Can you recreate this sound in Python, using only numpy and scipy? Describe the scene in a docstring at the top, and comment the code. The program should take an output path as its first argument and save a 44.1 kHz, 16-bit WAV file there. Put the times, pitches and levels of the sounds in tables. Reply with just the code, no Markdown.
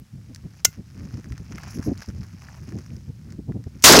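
"""A rifle shot in a quarry

Wind buffets the microphone throughout. A shooter snaps the safety lever off, steps round on
gravel and shoulders the rifle: stones crunch and tick, and the sling zips taut. The hammer
falls and the gun fires once. The blast and the quarry's reverberation overload
the recorder: first a bright crack, then a darker roar."""
import sys
import numpy as np
from scipy import signal
from scipy.fft import rfft, irfft
from scipy.io import wavfile
from scipy.ndimage import uniform_filter1d

SR = 44100
rng = np.random.default_rng(int(sys.argv[2]) if len(sys.argv) > 2 else 0)


def bounce(signal):
    """Save signal as a 16-bit WAV file at the path given by the first command-line argument."""
    frames = np.transpose(np.atleast_2d(signal))
    limited = np.clip(frames, -1, 1)
    pcm = np.round(limited * 32767).astype(np.int16)
    wavfile.write(sys.argv[1], SR, pcm)


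N = 176400  # 4 seconds


def amp(db):
    """Turns decibels into a gain to multiply by."""
    return 10 ** (np.asarray(db) / 20)


def unit(x):
    """Scales a sound to an average power of 1."""
    return x / np.sqrt(np.mean(x ** 2) + 1e-20)


def curve(points):
    """Joins (time, value) points with straight lines."""
    return np.interp(np.arange(N) / SR, *np.transpose(points))


def shape(x, spectrum):
    """Turns each frequency up or down by a table of f/Hz, level/dB."""
    hz, db = np.transpose(spectrum)
    f = np.fft.rfftfreq(len(x), 1 / SR)
    gain = amp(np.interp(np.log(f + 1), np.log(hz + 1), db))
    return irfft(rfft(x) * gain, len(x))


def noise(spectrum, size):
    """Noise of power 1: the table sets its tone, not its loudness."""
    return unit(shape(rng.standard_normal(size), spectrum))


def steady(x, size):
    """Evens out a noise's chance swells over about `size` samples."""
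    power = uniform_filter1d(uniform_filter1d(x ** 2, size), size)
    return x / np.sqrt(power + 1e-9)


def swell(s, half_s, db):
    """A smooth rise and fall that peaks at time s."""
    distance = (np.arange(N) / SR - s) / half_s
    return amp(db) * np.exp(-.5 * np.minimum(distance ** 2, 100))


def burst(t, rise_s, decay_s):
    """A quick rise that then dies away."""
    return np.minimum(t / rise_s, 1) * np.exp(-t / decay_s)


def add(mix, s, sound):
    """Mixes a sound in at time s."""
    part = mix[round(s * SR):][:len(sound)]
    part += sound[:len(part)]


# The breeze between gusts: t/s, relative level/dB
BREEZE = [(0,-47),(.08,-54),(.2,-41),(.4,-40.5),(.6,-45.5),(.72,-46),(.9,-41.5),(1.0,-46),(1.4,-39.5),(1.7,-37),(1.97,-34),(2.05,-56),(2.12,-36.5),(2.4,-41),(2.7,-40.5),(2.9,-39.5),(3.2,-38.5),(3.55,-38),(3.82,-41.5)]
# Single gusts: peak t/s, half length/s, relative rumble level/dB, relative buffet level/dB
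WIND_GUSTS = [(0.018,0.012,-37.5,-47),(0.147,0.014,-31.5,-53),(0.183,0.021,-36.5,-45.5),(0.306,0.013,-40,-37),(0.456,0.013,-30,-35.5),(0.682,0.007,-29,-50),(0.793,0.013,-32,-31.5),(1.032,0.057,-32.5,-37.5),(1.148,0.012,-25.5,-32.5),(1.188,0.012,-31.5,-31.5),(1.274,0.018,-37,-37.5),(1.322,0.016,-25,-35.5),(1.408,0.012,-30,-36.5),(1.512,0.0087,-34,-33.5),(1.548,0.013,-31,-36.5),(1.675,0.0087,-32.5,-38),(1.78,0.021,-38,-27.5),(1.795,0.0038,-17,-23.5),(1.885,0.013,-24,-15.5),(1.92,0.0074,-27,-17),(1.99,0.018,-37,-47),(2.093,0.0087,-26,-31),(2.185,0.034,-27,-38),(2.345,0.004,-25.5,-47),(2.622,0.026,-33.5,-45),(2.687,0.0069,-31,-30.5),(2.759,0.027,-29.5,-28.5),(2.938,0.032,-31.5,-37.5),(3.096,0.012,-27,-34.5),(3.319,.04,-38,-41.5),(3.395,0.006,-32,-27.5),(3.5,0.013,-22,-25.5),(3.559,0.011,-24.5,-26.5),(3.599,.012,-31,-36.5),(3.672,0.0047,-21,-28.5),(3.763,0.011,-36.5,-37.5)]
# Tone of slow swirls, finer swirls and the hiss of still air: f/Hz, level/dB
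RUMBLE_TONE = [(20,-34.5),(38,-17),(60,-1.5),(120,2),(200,-7.5),(300,-23.5),(450,-36.5),(900,-53),(3000,-92.5)]
BUFFET_TONE = [(40,-26.5),(120,-3),(220,9.5),(350,-1.5),(500,-12),(800,-22.5),(1500,-48.5),(4000,-72.5)]
AIR_TONE = [(100,-1),(600,-9.5),(1800,-10),(3500,-12.5),(5200,-10.5),(6600,-13.5),(8000,-15),(12000,-20),(16000,-24.5)]


def wind():
    """Air swirls at the microphone: slow swirls rumble and finer ones buffet, over a faint hiss."""
    breeze = amp(curve(BREEZE))
    slow_power, fine_power = breeze ** 2, (breeze * amp(-15.5)) ** 2
    for s, half_s, rumble_db, buffet_db in WIND_GUSTS:
        slow_power += swell(s, half_s, rumble_db) ** 2
        fine_power += swell(s, half_s, buffet_db) ** 2
    rumble = steady(noise(RUMBLE_TONE, N), size=900) * np.sqrt(slow_power) * amp(-1)
    buffet = steady(noise(BUFFET_TONE, N), size=700) * np.sqrt(fine_power) * amp(-2.5)
    return rumble + buffet + amp(-61.5) * noise(AIR_TONE, N)


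def grains(per_second=230, spread_db=1.5):
    """Stones touch at random moments, some harder than others."""
    size = amp(spread_db * np.minimum(rng.exponential(1, N), 4))
    return unit(size * rng.standard_normal(N) * (rng.random(N) < per_second / SR))


# Pitch ranges of stones, big to small: lowest f/Hz, highest f/Hz
STONE_BANDS = [(100,1100),(1100,2000),(2000,3600),(3600,5600),(5600,8000),(8000,17000)]


def crunch(spectrum):
    """Each size of stone clicks in its own pitch range; some clicks cover all the ranges."""
    shared = 0.75 * grains()
    filters = [signal.butter(2, edges, "band", fs=SR, output="sos") for edges in STONE_BANDS]
    stones = sum(signal.sosfilt(band, grains()) for band in filters)
    return unit(shape(shared + stones, spectrum))


# Shuffling boots and rubbing clothes: t/s, relative level/dB
SHUFFLE = [(0,-64.5),(.3,-59),(.55,-57),(.6,-49.5),(.64,-68),(.74,-47),(.8,-60),(1.0,-51),(1.15,-50),(1.22,-51.5),(1.47,-53),(1.53,-45),(1.76,-42.5),(1.85,-44.5),(1.95,-50.5),(2.03,-40),(2.13,-55),(2.23,-47),(2.38,-54),(2.44,-50.5),(2.7,-51),(2.95,-54),(3.15,-61),(3.31,-55.5),(3.42,-74.5),(3.8,-53.5)]
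# A boot grinds in: peak t/s, half length/s, level/dB
HEAVY_STEPS = [(1.623,0.019,-44.5),(1.678,0.016,-45.5),(2.432,0.014,-48.5),(2.501,0.023,-50),(2.571,0.018,-51.5),(2.106,0.0024,-44),(2.689,.003,-42)]
# Tone of the shuffling and of the grinding: f/Hz, level/dB
SHUFFLE_TONE = [(200,-24.5),(550,-0.5),(850,3),(1700,4.5),(2600,1),(3600,-10.5),(5200,3.5),(6600,-1),(8000,-17.5),(10500,-11),(13000,-18.5),(16000,-20.5)]
GRIND_TONE = [(200,-6),(500,-14),(850,-1.5),(1700,-16.5),(2600,-11.5),(3600,-26),(5500,-14.5),(8000,-30),(16000,-35)]


def boots():
    """Boots push gravel about: a light shuffle and duller, heavier steps."""
    shuffle = crunch(SHUFFLE_TONE) * amp(curve(SHUFFLE) - 4.5)
    steps = crunch(GRIND_TONE) * sum(swell(*step) for step in HEAVY_STEPS)
    return shuffle + steps


# Pulls on the sling: peak t/s, half length/s, level/dB
SLING_PULLS = [(1.709,0.0053,-46),(1.753,0.014,-46),(1.854,0.016,-45.5)]
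# Tone of the sling: f/Hz, level/dB
SLING_TONE = [(1000,-27),(3500,-27),(5000,8.5),(6500,9),(8000,-12),(10800,1),(11350,9),(11900,-28),(14800,-13),(15450,2),(16000,-12)]


def sling():
    """The woven strap makes short, high zips as it pulls taut."""
    return noise(SLING_TONE, N) * sum(swell(*pull) for pull in SLING_PULLS)


# Small knocks: t/s, relative level/dB, relative level of the low part/dB, decay/s
SMALL_KNOCKS = [(0.3478,-20.5,-19,0.0006),(.3607,-23,-7.5,0.0004),(1.0275,-56,10,0.00087),(1.0535,-43,-12,0.0005),(1.1416,-34,5.5,0.00071),(1.17,-41.5,4,.002),(1.198,-36.5,-2,0.0009),(1.2438,-36,10,0.00072),(1.3225,-27,12.5,0.00042),(1.379,-30,6,0.0016),(1.5225,-31,8.5,0.0012),(1.557,-28.5,-3,0.0012),(1.582,-35.5,17.5,0.0023),(1.634,-33.5,2,0.0052),(1.706,-31,-17,0.0051),(1.826,-31.5,4.5,0.0042),(1.977,-23.5,-16,0.00095),(1.9958,-38,-6,0.0013),(2.017,-34,-1,0.0046),(2.0215,-29.5,8,0.0021),(2.060,-38.5,-5,0.0023),(2.087,-33,-6,0.0056),(2.102,-42,10,.002),(2.420,-35.5,0,.002),(2.485,-48,21.5,0.0026),(2.6905,-37,-9,0.0037),(2.723,-37.5,13,0.0008),(2.7865,-31,-1.5,0.0027),(2.8625,-34,0.5,0.0012),(2.9655,-33,-6,.0007),(3.305,-39,-2,0.0022),(3.3231,-30.5,0.5,.001),(3.5215,-49.5,16,0.0022),(3.640,-36.5,5.5,0.00092)]
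# Tone of a tick's bright top and of its lower body: f/Hz, level/dB
TOP_TONE = [(1000,-34),(3500,-18),(5300,8),(6800,-1),(8500,-9.5),(12000,-17),(16000,-22)]
BODY_TONE = [(200,-27),(700,10),(1700,27.5),(2600,11),(4000,-81),(10000,-83)]


def ticks(tail_s=0.0054):
    """Stones, sling and gun knock lightly, making dry clicks with a faint tail."""
    out, t = np.zeros(N), np.arange(2048) / SR
    for s, db, body_db, decay_s in SMALL_KNOCKS:
        fade = np.exp(-t / decay_s) + amp(-18) * np.exp(-t / tail_s)
        top = noise(TOP_TONE, len(t))
        body = amp(body_db - 0.5) * noise(BODY_TONE, len(t))
        add(out, s, amp(db - 8.5) * fade * (top + body))
    return out


# The safety lever slides, hits and settles; later the hammer falls: t/s, level/dB, decay/s
METAL_HITS = [(0.6464,-29.5,0.0093),(.6485,2.5,0.0018),(.6517,7,0.0018),(0.6559,-21,.004),(3.8232,-29,0.009),(3.835,-26,0.0076)]
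# Tone of steel being struck: f/Hz, level/dB
STEEL_TONE = [(100,-24.5),(500,-16.5),(1100,-14.5),(2700,-6),(3700,-9),(5200,2.5),(6800,4),(8200,-5.5),(11000,-12.5),(13000,-8.5),(16000,-14)]
# Ringing notes of the rifle's steel body: f/Hz, relative level/dB, time to fade by 60 dB/s
RIFLE_NOTES = [(1080,-3.5,.045),(1442,0.5,0.087),(1720,-9.5,.04),(2085,-1,.1),(2719,-7,0.075),(2918,0,0.04),(3730,-9,0.045),(5560,25.5,.018),(6306,18.5,0.022),(7370,6.5,0.052),(9080,-5,0.042),(12500,-2,0.035),(14422,-16.5,.2)]


def lever_and_hammer(tail_s=0.019):
    """Steel hits steel: a short crash, and the rifle's body rings on."""
    out, t = np.zeros(N), np.arange(16384) / SR
    ring = sum(amp(db - 60 * t / fade_s) * np.sin(2 * np.pi * hz * t) for hz, db, fade_s in RIFLE_NOTES)
    for s, db, decay_s in METAL_HITS:
        fade = np.exp(-t / decay_s) + amp(-39.5) * np.exp(-t / tail_s)
        crash = noise(STEEL_TONE, len(t)) * fade
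        add(out, s, amp(db) * (crash + amp(-32.5) * ring))
    return out


# Short bursts within the roar: t/s, level/dB, centre f/Hz, half width/octaves, decay/s
ROAR_BANDS = [(3.872,1.5,980,0.43,0.0085),(3.878,1.5,1600,.5,0.0097),(3.886,4,4600,0.11,.012),(3.892,5.5,493,0.65,0.0126),(3.901,7,291,0.41,0.0113),(3.906,-0.5,1270,0.72,0.0052),(3.912,3,228,0.98,0.011),(3.919,2.5,5780,0.44,0.015),(3.930,1.5,220,.6,0.013),(3.934,4.5,1453,0.22,0.0072),(3.941,-1,330,0.83,.02),(3.947,4.5,750,0.37,0.0056),(3.957,1.5,240,0.48,0.011),(3.974,7.5,310,0.51,.012),(3.987,1.5,2640,0.12,0.0045),(3.961,-2.5,4900,0.37,0.013),(3.987,-3,4960,0.38,.014),(3.992,2.5,353,.5,.014)]


def roar_bands():
    """Short bursts of noise, each in its own pitch range, colour the shot's roar."""
    out, t = np.zeros(N), np.arange(16384) / SR
    f = np.geomspace(30, 17000, 80)
    for s, db, hz, octaves, decay_s in ROAR_BANDS:
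        distance = np.log2(f / hz) / octaves
        band_db = np.maximum(-10 * np.log10(1 + distance ** 4), -60)
        dulling_db = -30.5 * np.maximum(np.log10(f / (2 * hz)), 0)  # starts an octave above the centre
        tone = np.column_stack([f, band_db + dulling_db])
        band = steady(noise(tone, len(t)), size=250)
        add(out, s, amp(db) * band * burst(t, rise_s=0.0039, decay_s=decay_s))
    return out


# Tone of the blast with its scatter off stony ground, and of the quarry's roar: f/Hz, level/dB
CRACK_TONE = [(60,-8.5),(300,-7),(900,-5.5),(2000,-7.5),(3500,-5.5),(5000,-4),(6800,-3.5),(8500,-13),(12000,-17),(16000,-30)]
ROAR_TONE = [(30,-21),(80,-8),(200,-5),(400,-10.5),(800,3.5),(1500,2.5),(2600,-2.5),(3600,-0.5),(5000,4),(6500,-4),(8500,-20),(16000,-33)]


def shot(start_s=3.8402, snap_s=0.00077):
    """The blast cracks out of the barrel, then rolls round the quarry as an uneven roar."""
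    out, t = np.zeros(N), np.arange(16384) / SR
    crack = amp(15) * noise(CRACK_TONE, len(t)) * burst(t, rise_s=.0004, decay_s=.031)
    wobble_db = 3.5 * unit(uniform_filter1d(rng.standard_normal(len(t)), size=90))
    rough_noise = unit(amp(wobble_db)) * noise(ROAR_TONE, len(t))
    roar = amp(4) * rough_noise * burst(t, rise_s=0.027, decay_s=0.14)
    snap = noise(STEEL_TONE, len(t)) * (t < snap_s)  # a bright edge just ahead of the crack
    add(out, start_s - snap_s, snap)
    add(out, start_s, crack + roar)
    return out


def scene():
    """All the sounds meet at one microphone."""
    return (wind() + boots() + sling() + ticks() + lever_and_hammer() + shot() + roar_bands())[None]


# How the recorder changes the tone: f/Hz, level/dB
RECORDER_TONE = [(20,-14),(38,-4.5),(60,-1.5),(1000,-2),(6500,-2),(9000,-2.5),(12500,-1.5),(16000,0)]


def record(dry, ceiling_db=-2.5, hardness=3.8, top_hz=15750):
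    """The overloaded recorder flattens loud peaks, shapes the tone and cuts the highest treble."""
    # Flattening at twice the sample rate keeps false tones down.
    drive = signal.resample_poly(dry[0], 2, 1) / amp(ceiling_db)
    flattened = amp(ceiling_db) * drive / (1 + abs(drive) ** hardness) ** (1 / hardness)
    coloured = shape(signal.resample_poly(flattened, 1, 2), RECORDER_TONE)
    treble_cut = signal.ellip(8, .3, 70, top_hz, fs=SR, output="sos")
    return signal.sosfilt(treble_cut, coloured)[None]


dry = scene()
out = record(dry)
bounce(out)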